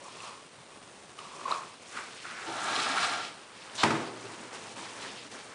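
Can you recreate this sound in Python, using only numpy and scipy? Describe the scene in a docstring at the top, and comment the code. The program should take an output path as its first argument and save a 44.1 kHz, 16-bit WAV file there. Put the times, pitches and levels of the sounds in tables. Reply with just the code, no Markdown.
"""Child shuffling under a table

A small child shuffles under a metal table frame on a tiled floor. Slippers and cloth rub as shaped noise,
something hollow rattles and taps through resonances, and a heel drags a chattering plastic toy along.
Then a foot swishes and knocks hard with a few bounces: noisy cracks, a ringing frame and a thud.
A bare room answers with a fading noise tail, over a soft murmur of air. Both channels are the same.
"""
import sys
import numpy as np
from scipy import signal
from scipy.fft import rfft, irfft, next_fast_len
from scipy.io import wavfile
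from scipy.ndimage import map_coordinates

SR = 44100
rng = np.random.default_rng(int(sys.argv[2]) if len(sys.argv) > 2 else 0)


def inscribe(sig):
    """Save sig as 16-bit PCM at rate SR to the path in sys.argv[1].

    A 1-D sig is mono; a 2-D sig holds one channel per row.
    Samples are clipped to [-1, 1] before scaling.
    """
    pcm = np.round(np.clip(np.atleast_2d(sig).T, -1, 1) * 32767)
    wavfile.write(sys.argv[1], SR, pcm.astype(np.int16))


N = 244314

# How long the room rings. Each row: pitch in Hz, time to fade by 60 dB in seconds.
ROOM_FADE = [(120, 0.47), (230, 1), (370, 1), (800, 0.64), (2000, 0.51), (8000, 0.43)]
# Tone of the murmuring air. Each row: pitch in Hz, relative level in dB.
AIR_TONE = [(15, -52), (25, -16), (60, -12), (124, -0.5), (530, 2), (586, 0.5), (1150, -1), (1560, -4),
            (3470, -7), (4930, -10.5), (7930, -13), (8760, -9.5), (9930, -13.5), (12900, -29),
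            (21800, -120)]
AIR_LEVEL_DB = -52
# A low hum after the knocks. Each row: time in seconds, level in dB.
HUM_LEVEL = [(3.95, -66), (4.3, -61), (4.75, -65), (5.0, -70)]
# A heel drops softly on the tiles. Each row: start in seconds, level in dB, pitch in Hz.
HEEL_BUMPS = [(.015, -43.5, 560), (.58, -51, 130), (2.478, -32, 330), (2.895, -33.5, 270), (4.13, -38, 380),
              (4.24, -42, 400), (5.249, -43, 292)]
BUMP_FADE_S, BUMP_ATTACK_S = 0.13, 0.0036  # time to fade by 60 dB, time scale of the onset
# Sharp ticks. Each row: start in seconds, level in dB (1 dB is taken off later), pitch in Hz,
# length in seconds, band width as a share of the pitch (20 Hz is added later).
SHARP_TICKS = [(.203, -36.5, 2510, 0.0055, 0.32), (1.189, -31.5, 2970, 0.0037, 0.38),
               (1.515, -24.5, 4000, 0.0042, 0.13), (2.762, -20.5, 3530, 0.0079, 0.47),
               (2.8, -23, 3530, 0.011, 0.26), (3.697, -36, 2940, .004, 0.65), (4.229, -37, 2480, .004, .6),
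               (4.527, -48, 2400, .004, .5), (4.767, -40, 2650, 0.0073, 0.37), (5.32, -43, 2830, .004, .5)]
# Soft taps. Each row: start in seconds, peak in dB, pitch in Hz, length in seconds.
SOFT_TAPS = [(1.187, -39.5, 1214, 0.0071), (1.454, -25.5, 1088, 0.011), (1.475, -28.5, 1083, 0.012),
             (1.508, -21, 1044, 0.0067), (1.522, -21, 1200, 0.0054), (1.972, -29, 1430, 0.0046),
             (2.247, -38, 1366, 0.0099), (2.672, -31.5, 1350, 0.015), (2.974, -22, 1290, 0.0043),
             (3.031, -22.5, 1240, 0.0036), (3.051, -35, 1310, 0.018), (4.758, -48, 1260, 0.0068)]
# Shakes of the hollow thing. Each row: peak time, rise and fall in seconds, level in dB.
HOLLOW_SHAKES = [(.072, 0.1, .1, -46), (.27, 0.16, .2, -42.5), (.69, .02, 0.36, -58),
                 (1.188, .02, 0.56, -49.5), (1.44, 0.3, 0.036, -44.5), (1.48, .03, 0.16, -37.5),
                 (1.514, 0.069, 0.16, -32)]
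# Notes of its cavity. Each row: pitch in Hz, width in Hz, relative level in dB.
CAVITY_NOTES = [(550, 57, -18), (770, 23, -2.5), (780, 620, -4.5), (1120, 210, 6), (2500, 140, -9),
                (4020, 430, -20.5)]
# Strokes of cloth on tile. Each row: peak time, rise and fall in seconds,
# then levels in dB for the weight, the hiss and the fine hiss.
CLOTH_STROKES = [(.03, 0.024, 0.5, -58.5, -68, -58), (.25, 0.38, .25, -60, -48.5, -54),
                 (1.0, 0.54, 0.98, -65, -68, -64), (1.19, 0.022, 0.51, -58, -52, -55),
                 (1.36, 0.081, 0.36, -53.5, -53, -55), (1.51, 0.092, .25, -48, -44, -48.5),
                 (1.9, 0.1, 0.72, -72, -52.5, -53.5), (1.97, 0.063, 0.15, -49.5, -49, -54),
                 (2.25, 0.78, 0.66, -61, -50.5, -57), (2.481, 0.075, 0.75, -46, -47, -54),
                 (2.8, 0.55, 0.32, -43.5, -37.5, -42), (3.04, 0.42, 0.28, -45.5, -34.5, -40.5),
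                 (3.25, 0.59, 0.12, -48.5, -44, -54), (3.63, 0.23, .4, -62, -52, -59.5),
                 (3.755, 0.027, 0.37, -53, -55, -46), (4.05, 0.11, 0.36, -47, -49, -62),
                 (4.3, 0.65, 1.5, -50, -52.5, -54.5), (4.533, 0.067, 1.9, -52.5, -51, -54.5),
                 (4.776, 0.095, 0.69, -51.5, -50, -54.5), (5.03, 0.11, 0.64, -53.5, -46.5, -53.5),
                 (5.32, 0.024, 0.33, -50, -53, -53.5)]
# Tones of those three layers. Each row: pitch in Hz, relative level in dB.
WEIGHT_TONE = [(24, -55), (40, -18), (86, -26), (113, -3.5), (146, -10), (199, -4), (394, -1), (700, -6),
               (910, -9), (1540, -120)]
HISS_TONE = [(1060, -34), (1800, -4.5), (2040, -5), (2590, -0.5), (5200, -5), (6760, -25), (11400, -120)]
FINE_HISS_TONE = [(3240, -54), (5500, -2.5), (7420, -3.5), (9540, -7), (9930, -5), (12900, -42),
                  (21800, -120)]
# Scuffs of a sole. 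Each row: peak time, rise and fall in seconds, level in dB, pitch in Hz,
# width as a share of the pitch.
SOLE_SCUFFS = [(1.93, .04, 0.25, -46, 1440, .37), (1.975, 0.024, 0.14, -39.5, 1210, 0.4),
               (2.248, 0.014, 0.84, -45, 1450, 0.31), (2.45, 0.44, 0.044, -49, 1320, 0.44),
               (3.72, 0.17, 0.16, -58, 1260, 0.94), (4.33, 2, 1, -48.5, 1020, 0.68),
               (4.518, 0.064, 0.4, -52, 1030, 0.39), (4.762, .02, 0.38, -48.5, 970, 0.24),
               (5.04, 0.22, 0.18, -45, 1300, 1), (5.37, 0.26, 0.24, -51, 1300, .6),
               (5.53, 0.074, .1, -50, 1350, 0.7)]
# The rubbing and scuffing dip for a moment. Each row: time in seconds, depth in dB.
SHUFFLE_DIPS = [(4.5, 5.5), (4.751, 5), (5.292, 10)]
DIP_S = 0.012  # time from the middle of a dip to 1/e of its depth
# The dragged toy. Each row: time in seconds, steady shell level in dB, belly level in dB.
TOY_DRAG = [(2.47, -45.5, -42.5), (2.63, -38, -42.5), (2.68, -34, -37.5), (2.83, -35, -41),
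            (2.92, -34.5, -37), (3.05, -32.5, -39), (3.19, -37, -41), (3.5, -74, -82)]
# The shell catches on the tiles. Each row: peak time in seconds, level in dB.
SHELL_CATCHES = [(2.682, -38), (2.758, -30.5), (2.797, -32), (2.868, -34), (2.897, -32), (2.984, -28),
                 (3.05, -29.5), (3.14, -34)]
CATCH_RISE_S, CATCH_FALL_S = 0.036, 0.025  # times to climb and lose 20 dB
# Notes of the toy's shell. Each row: pitch in Hz, width in Hz, relative level in dB.
SHELL_NOTES = [(1100, 50, -4), (1199, 29, 1), (1255, 32, -3), (1315, 29, 0.5), (1380, 36, 2),
               (1500, 39, -5), (1638, 96, -4), (2040, 190, -12.5), (2280, 61, -7), (3530, 1100, -15.5),
               (4210, 120, -12)]
# Notes of the toy's belly. Each row: pitch in Hz, width in Hz, relative level in dB.
BELLY_NOTES = [(630, 74, -6), (726, 73, 1), (806, 103, -0.5), (911, 78, -1)]
# The foot slides before the knock. 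Each row: time in seconds, level in dB.
FOOT_SWISH = [(3.745, -57), (3.752, -50), (3.776, -43.5), (3.782, -34), (3.8, -33), (3.83, -31.5)]
# The knock and its bounces. Each row: start in seconds, crack strength in dB,
# thump strength in dB (sets the ring and the thud, each shifted later).
KNOCK_BLOWS = [(3.832, -17.5, -9.5), (3.904, -28, -17.5), (3.929, -50, -27.5), (3.95, -43, -23),
               (4.0, -45, -28)]
# Notes of the metal frame. Each row: pitch in Hz, average relative level in dB,
# time to fade by 60 dB in seconds.
FRAME_NOTES = [(118, -5, 0.45), (151.2, -2.5, 0.44), (226, 2, 0.39), (330.3, 2, 0.44), (394.6, -7, 0.61),
               (444, -16, 0.41), (561, -8, 0.14), (687, -6, 0.1), (802, 0, 0.13), (880, 0, 0.14),
               (1010, 3, 0.11), (1245, 6.5, 0.09), (1220, -9, 0.1), (1675, -7, 0.048), (2110, -8, 0.03)]
# Tone of the crack. Each row: pitch in Hz, relative level in dB.
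CRACK_TONE = [(88, -40), (150, -10), (330, -2), (715, -1.5), (1340, -5.5), (2280, -3.5), (3470, -11.5),
              (5190, -15), (9930, -27), (12900, -58), (21800, -120)]
# What the blow leaves in floor and walls. Each row: pitch in Hz, relative level in dB.
THUD_TONE = [(53, -38), (90, -9), (131, -1.5), (183, -13), (218, -6), (410, -5.5), (529, -9), (900, -5),
             (1440, -9), (2310, -12.5), (9930, -29), (12900, -59), (21800, -120)]


def amp(db):
    """Turn decibels into a plain multiplier."""
    return 10 ** (np.asarray(db) / 20)


def unit(x):
    """Scale a sound to an average (RMS) strength of 1."""
    return x / np.sqrt(np.mean(x ** 2) + 1e-20)


def along(points, hz):
    """Read a value between (Hz, value) points on a log pitch axis."""
    point_hz, value = np.transpose(points)
    return np.interp(np.log(hz + 1), np.log(point_hz + 1), value)


def curves(rows):
    """One value per sample for each column; the level fades in before the rows and out after them."""
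    s, level, *columns = np.transpose(rows)
    t = np.arange(N) / SR
    fade_db = -400 * np.maximum(s[0] - t, 0) - 1200 * np.maximum(t - s[-1], 0)
    return [np.interp(t, s, level) + fade_db] + [np.interp(t, s, c) for c in columns]


def strokes(s, rise_s, fall_s, db):
    """Gain of strokes that climb 20 dB in rise_s to their peak at s and lose 20 dB in fall_s; powers add."""
    t = np.arange(0, N / SR, 1e-3)
    s, rise_s, fall_s, db = (np.reshape(v, (-1, 1)) for v in (s, rise_s, fall_s, db))
    slope = np.where(t < s, (s - t) / rise_s, (t - s) / fall_s)
    gain = np.sqrt(np.sum(amp(db - 20 * slope) ** 2, axis=0))
    return np.interp(np.arange(N) / SR, t, gain)


def wobble(rate):
    """A smooth random curve through `rate` random points a second."""
    points = rng.standard_normal(int(N * rate / SR) + 4)
    return map_coordinates(points, [np.arange(N) * rate / SR])


def grit(lumpy_db, grain_db):
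    """Friction: noise that catches and slips, slowly and grain by grain."""
    return rng.standard_normal(N) * amp(lumpy_db * wobble(40) + grain_db * wobble(500))


def filtered(x, response):
    """Multiply each frequency of x by a response."""
    m = next_fast_len(N + SR // 2)
    return irfft(rfft(x, m) * response(np.fft.rfftfreq(m, 1 / SR)), m)[..., :N]


def shaped(x, tone):
    """Give x the tone drawn by (Hz, dB) points."""
    return filtered(x, lambda hz: amp(along(tone, hz)))


def coloured(x, tone):
    """Shape x, then scale it to strength 1."""
    return unit(shaped(x, tone))


def body(notes):
    """The response of a few resonances, with alternating signs."""
    def response(f):
        total = 0
        for k, (hz, width, db) in enumerate(notes):
            total = total + (-1) ** k * amp(db) * 1j * f * width / (hz * hz - f * f + 1j * f * width)
        return total
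    return response


def room(x):
    """The room's answer: a short delay, then a noise tail whose frequencies each die at their own speed."""
    hz, t, z = signal.stft(rng.standard_normal(SR), SR, nperseg=256)
    fade = amp(-60 * t / along(ROOM_FADE, hz)[:, None])
    tail = signal.istft(z * fade, SR, nperseg=256)[1]
    delayed = np.pad(x, (300, 0))  # samples
    return signal.fftconvolve(delayed, tail / np.linalg.norm(tail))[:N]


def air():
    """A soft murmur of air: gently uneven noise with a fixed tone."""
    return amp(AIR_LEVEL_DB) * coloured(grit(lumpy_db=0.94, grain_db=1.4), AIR_TONE)


def hum():
    """A low hum: noise squeezed twice through one narrow bass resonance."""
    note = body([(114, 17, 0)])
    noise = filtered(rng.standard_normal(N), lambda hz: note(hz) ** 2)
    return amp(curves(HUM_LEVEL)[0]) * unit(noise)


def bumps():
    """Each soft heel drop is a short low note, quickly damped by the cloth."""
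    out, t = np.zeros(N + SR), np.arange(SR // 4) / SR
    onset = 1 - np.exp(-t / BUMP_ATTACK_S)
    for s, db, hz in HEEL_BUMPS:
        fade = amp(db - 60 * t / BUMP_FADE_S)
        out[round(s * SR):][:len(t)] += fade * onset * np.sin(2 * np.pi * hz * t)
    return out[:N]


def ticks():
    """Tiny hard contacts: a puff of noise in one band."""
    out, t = np.zeros(N + SR), np.arange(2048) / SR
    f = np.fft.rfftfreq(len(t), 1 / SR)
    for s, db, hz, length, width in SHARP_TICKS:
        puff = np.exp(-t / (length / 2)) * rng.standard_normal(len(t))
        band = body([(hz, width * hz + 20, 0)])
        puff = irfft(rfft(puff) * band(f) ** 2)
        out[round(s * SR):][:len(t)] += amp(db - 1) * puff / abs(puff).max()
    return out[:N]


def taps():
    """A few cycles of the struck cavity that swell and stop."""
    out = np.zeros(N + SR)
    for s, db, hz, length in SOFT_TAPS:
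        t = np.arange(int(length * SR) + 2) / SR
        swell = abs(np.sin(np.pi * t / t[-1])) ** 0.58
        out[round(s * SR):][:len(t)] += amp(db) * swell * np.sin(2 * np.pi * hz * t)
    return out[:N]


def rattle():
    """Loose grains, as gritty noise, excite a cavity with one strong note."""
    grains = grit(lumpy_db=0.0, grain_db=2.0)
    return strokes(*np.transpose(HOLLOW_SHAKES)) * unit(filtered(grains, body(CAVITY_NOTES)))


def rubbing():
    """Weight rolls over the tiles and fabric hisses: three layers of friction noise."""
    layers = [coloured(grit(lumpy_db=1.4, grain_db=0.9), WEIGHT_TONE),
              coloured(grit(lumpy_db=1.7, grain_db=1.5), HISS_TONE),
              coloured(grit(lumpy_db=1.1, grain_db=2.5), FINE_HISS_TONE)]
    s, rise_s, fall_s, *levels = np.transpose(CLOTH_STROKES)
    return sum(strokes(s, rise_s, fall_s, db) * layer for db, layer in zip(levels, layers))


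def scuffs():
    """Each scuff has a resonance set by the pressure of the sole, over a broad rasp."""
    friction = grit(lumpy_db=1.04, grain_db=1.5)
    out = np.zeros(N)
    for s, rise_s, fall_s, db, hz, width in SOLE_SCUFFS:
        sole = body([(hz, width * hz, 0), (2400, 1100, -13)])  # the second note is the rasp
        out += strokes(s, rise_s, fall_s, db) * unit(filtered(friction, sole))
    return out


def pauses():
    """A gain with brief, smooth dips for the rubbing and scuffing."""
    t = np.arange(N) / SR
    return amp(-sum(db * np.exp(-((t - s) / DIP_S) ** 2) for s, db in SHUFFLE_DIPS))


def dragging():
    """Hard plastic chatters over the tiles: friction noise rings the toy's shell and belly."""
    friction = grit(lumpy_db=-0.5, grain_db=0.5)
    s, db = np.transpose(SHELL_CATCHES)
    steady = amp(curves(TOY_DRAG)[0])
    shell_gain = np.hypot(steady, strokes(s, CATCH_RISE_S, CATCH_FALL_S, db))
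    belly_gain = amp(curves(np.array(TOY_DRAG)[:, ::2])[0])  # time and belly columns
    shell = shell_gain * unit(filtered(friction, body(SHELL_NOTES)))
    belly = belly_gain * unit(filtered(friction, body(BELLY_NOTES)))
    return shell + belly


def swish():
    """The sliding foot whispers: smooth noise through three broad resonances, applied twice."""
    whisper = body([(770, 600, -2.5), (3800, 1900, -2.0), (7780, 1100, -9.5)])
    foot = filtered(rng.standard_normal(N), lambda hz: whisper(hz) ** 2)
    return amp(curves(FOOT_SWISH)[0]) * unit(foot)


def frame_ring(t):
    """The frame's fading notes, their phases wandering at random so that the ring sounds rough."""
    drift = np.cumsum(rng.standard_normal((len(FRAME_NOTES), len(t))), axis=1) * 0.018
    notes = np.zeros(len(t))
    for (hz, level, fade_s), phase in zip(FRAME_NOTES, drift):
        gain = amp(level + rng.normal(0, 1.4) - 60 * t / fade_s)
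        notes += gain * np.sin(2 * np.pi * hz * t + phase)
    return notes * (1 - np.exp(-t / 0.0019))  # soft onset


def knocks():
    """A burst of crack, a rough ring of the frame, and a thud that dies away in the room."""
    ring, crack, blows = np.zeros(N + SR), np.zeros(N + SR), np.zeros(N)
    t = np.arange(SR // 2) / SR
    u = t / 0.0045  # a crack peaks after 4.5 ms
    burst = u * np.exp(.5 - u * u / 2)
    for s, crack_db, thump_db in KNOCK_BLOWS:
        start = round(s * SR)
        ring[start:][:len(t)] += amp(thump_db - 17) * frame_ring(t)
        crack[start:][:len(t)] += amp(crack_db) * burst * rng.standard_normal(len(t))
        blows[start] = amp(thump_db)
    # shaping the crack keeps its energy
    bright = shaped(crack[:N], CRACK_TONE)
    bright *= np.linalg.norm(crack) / np.linalg.norm(bright)
    thud = shaped(blows, THUD_TONE)
    thud *= amp(16.5) * np.linalg.norm(blows) / np.linalg.norm(thud)
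    heard = ring[:N] + bright + room(thud)
    # a steep low cut keeps deep bass out of the knocks
    return filtered(heard, lambda hz: (1j * hz / (75 + 1j * hz)) ** 4)


def scene():
    """Add all layers; the room answers the small contacts here and the thuds inside knocks()."""
    background = air() + hum()
    small = taps() + ticks() + bumps()
    echo = room(amp(-11) * small)
    shuffle = (rubbing() + scuffs()) * pauses()
    mono = background + small + echo + rattle() + shuffle + dragging() + swish() + knocks()
    return np.array([mono, mono])


def record(dry):
    """The top end falls off steeply: 0.25 dB for every Hz above 9983 Hz."""
    return filtered(dry, lambda hz: amp(-.25 * np.maximum(hz - 9983, 0)))


dry = scene()
out = record(dry)
inscribe(out)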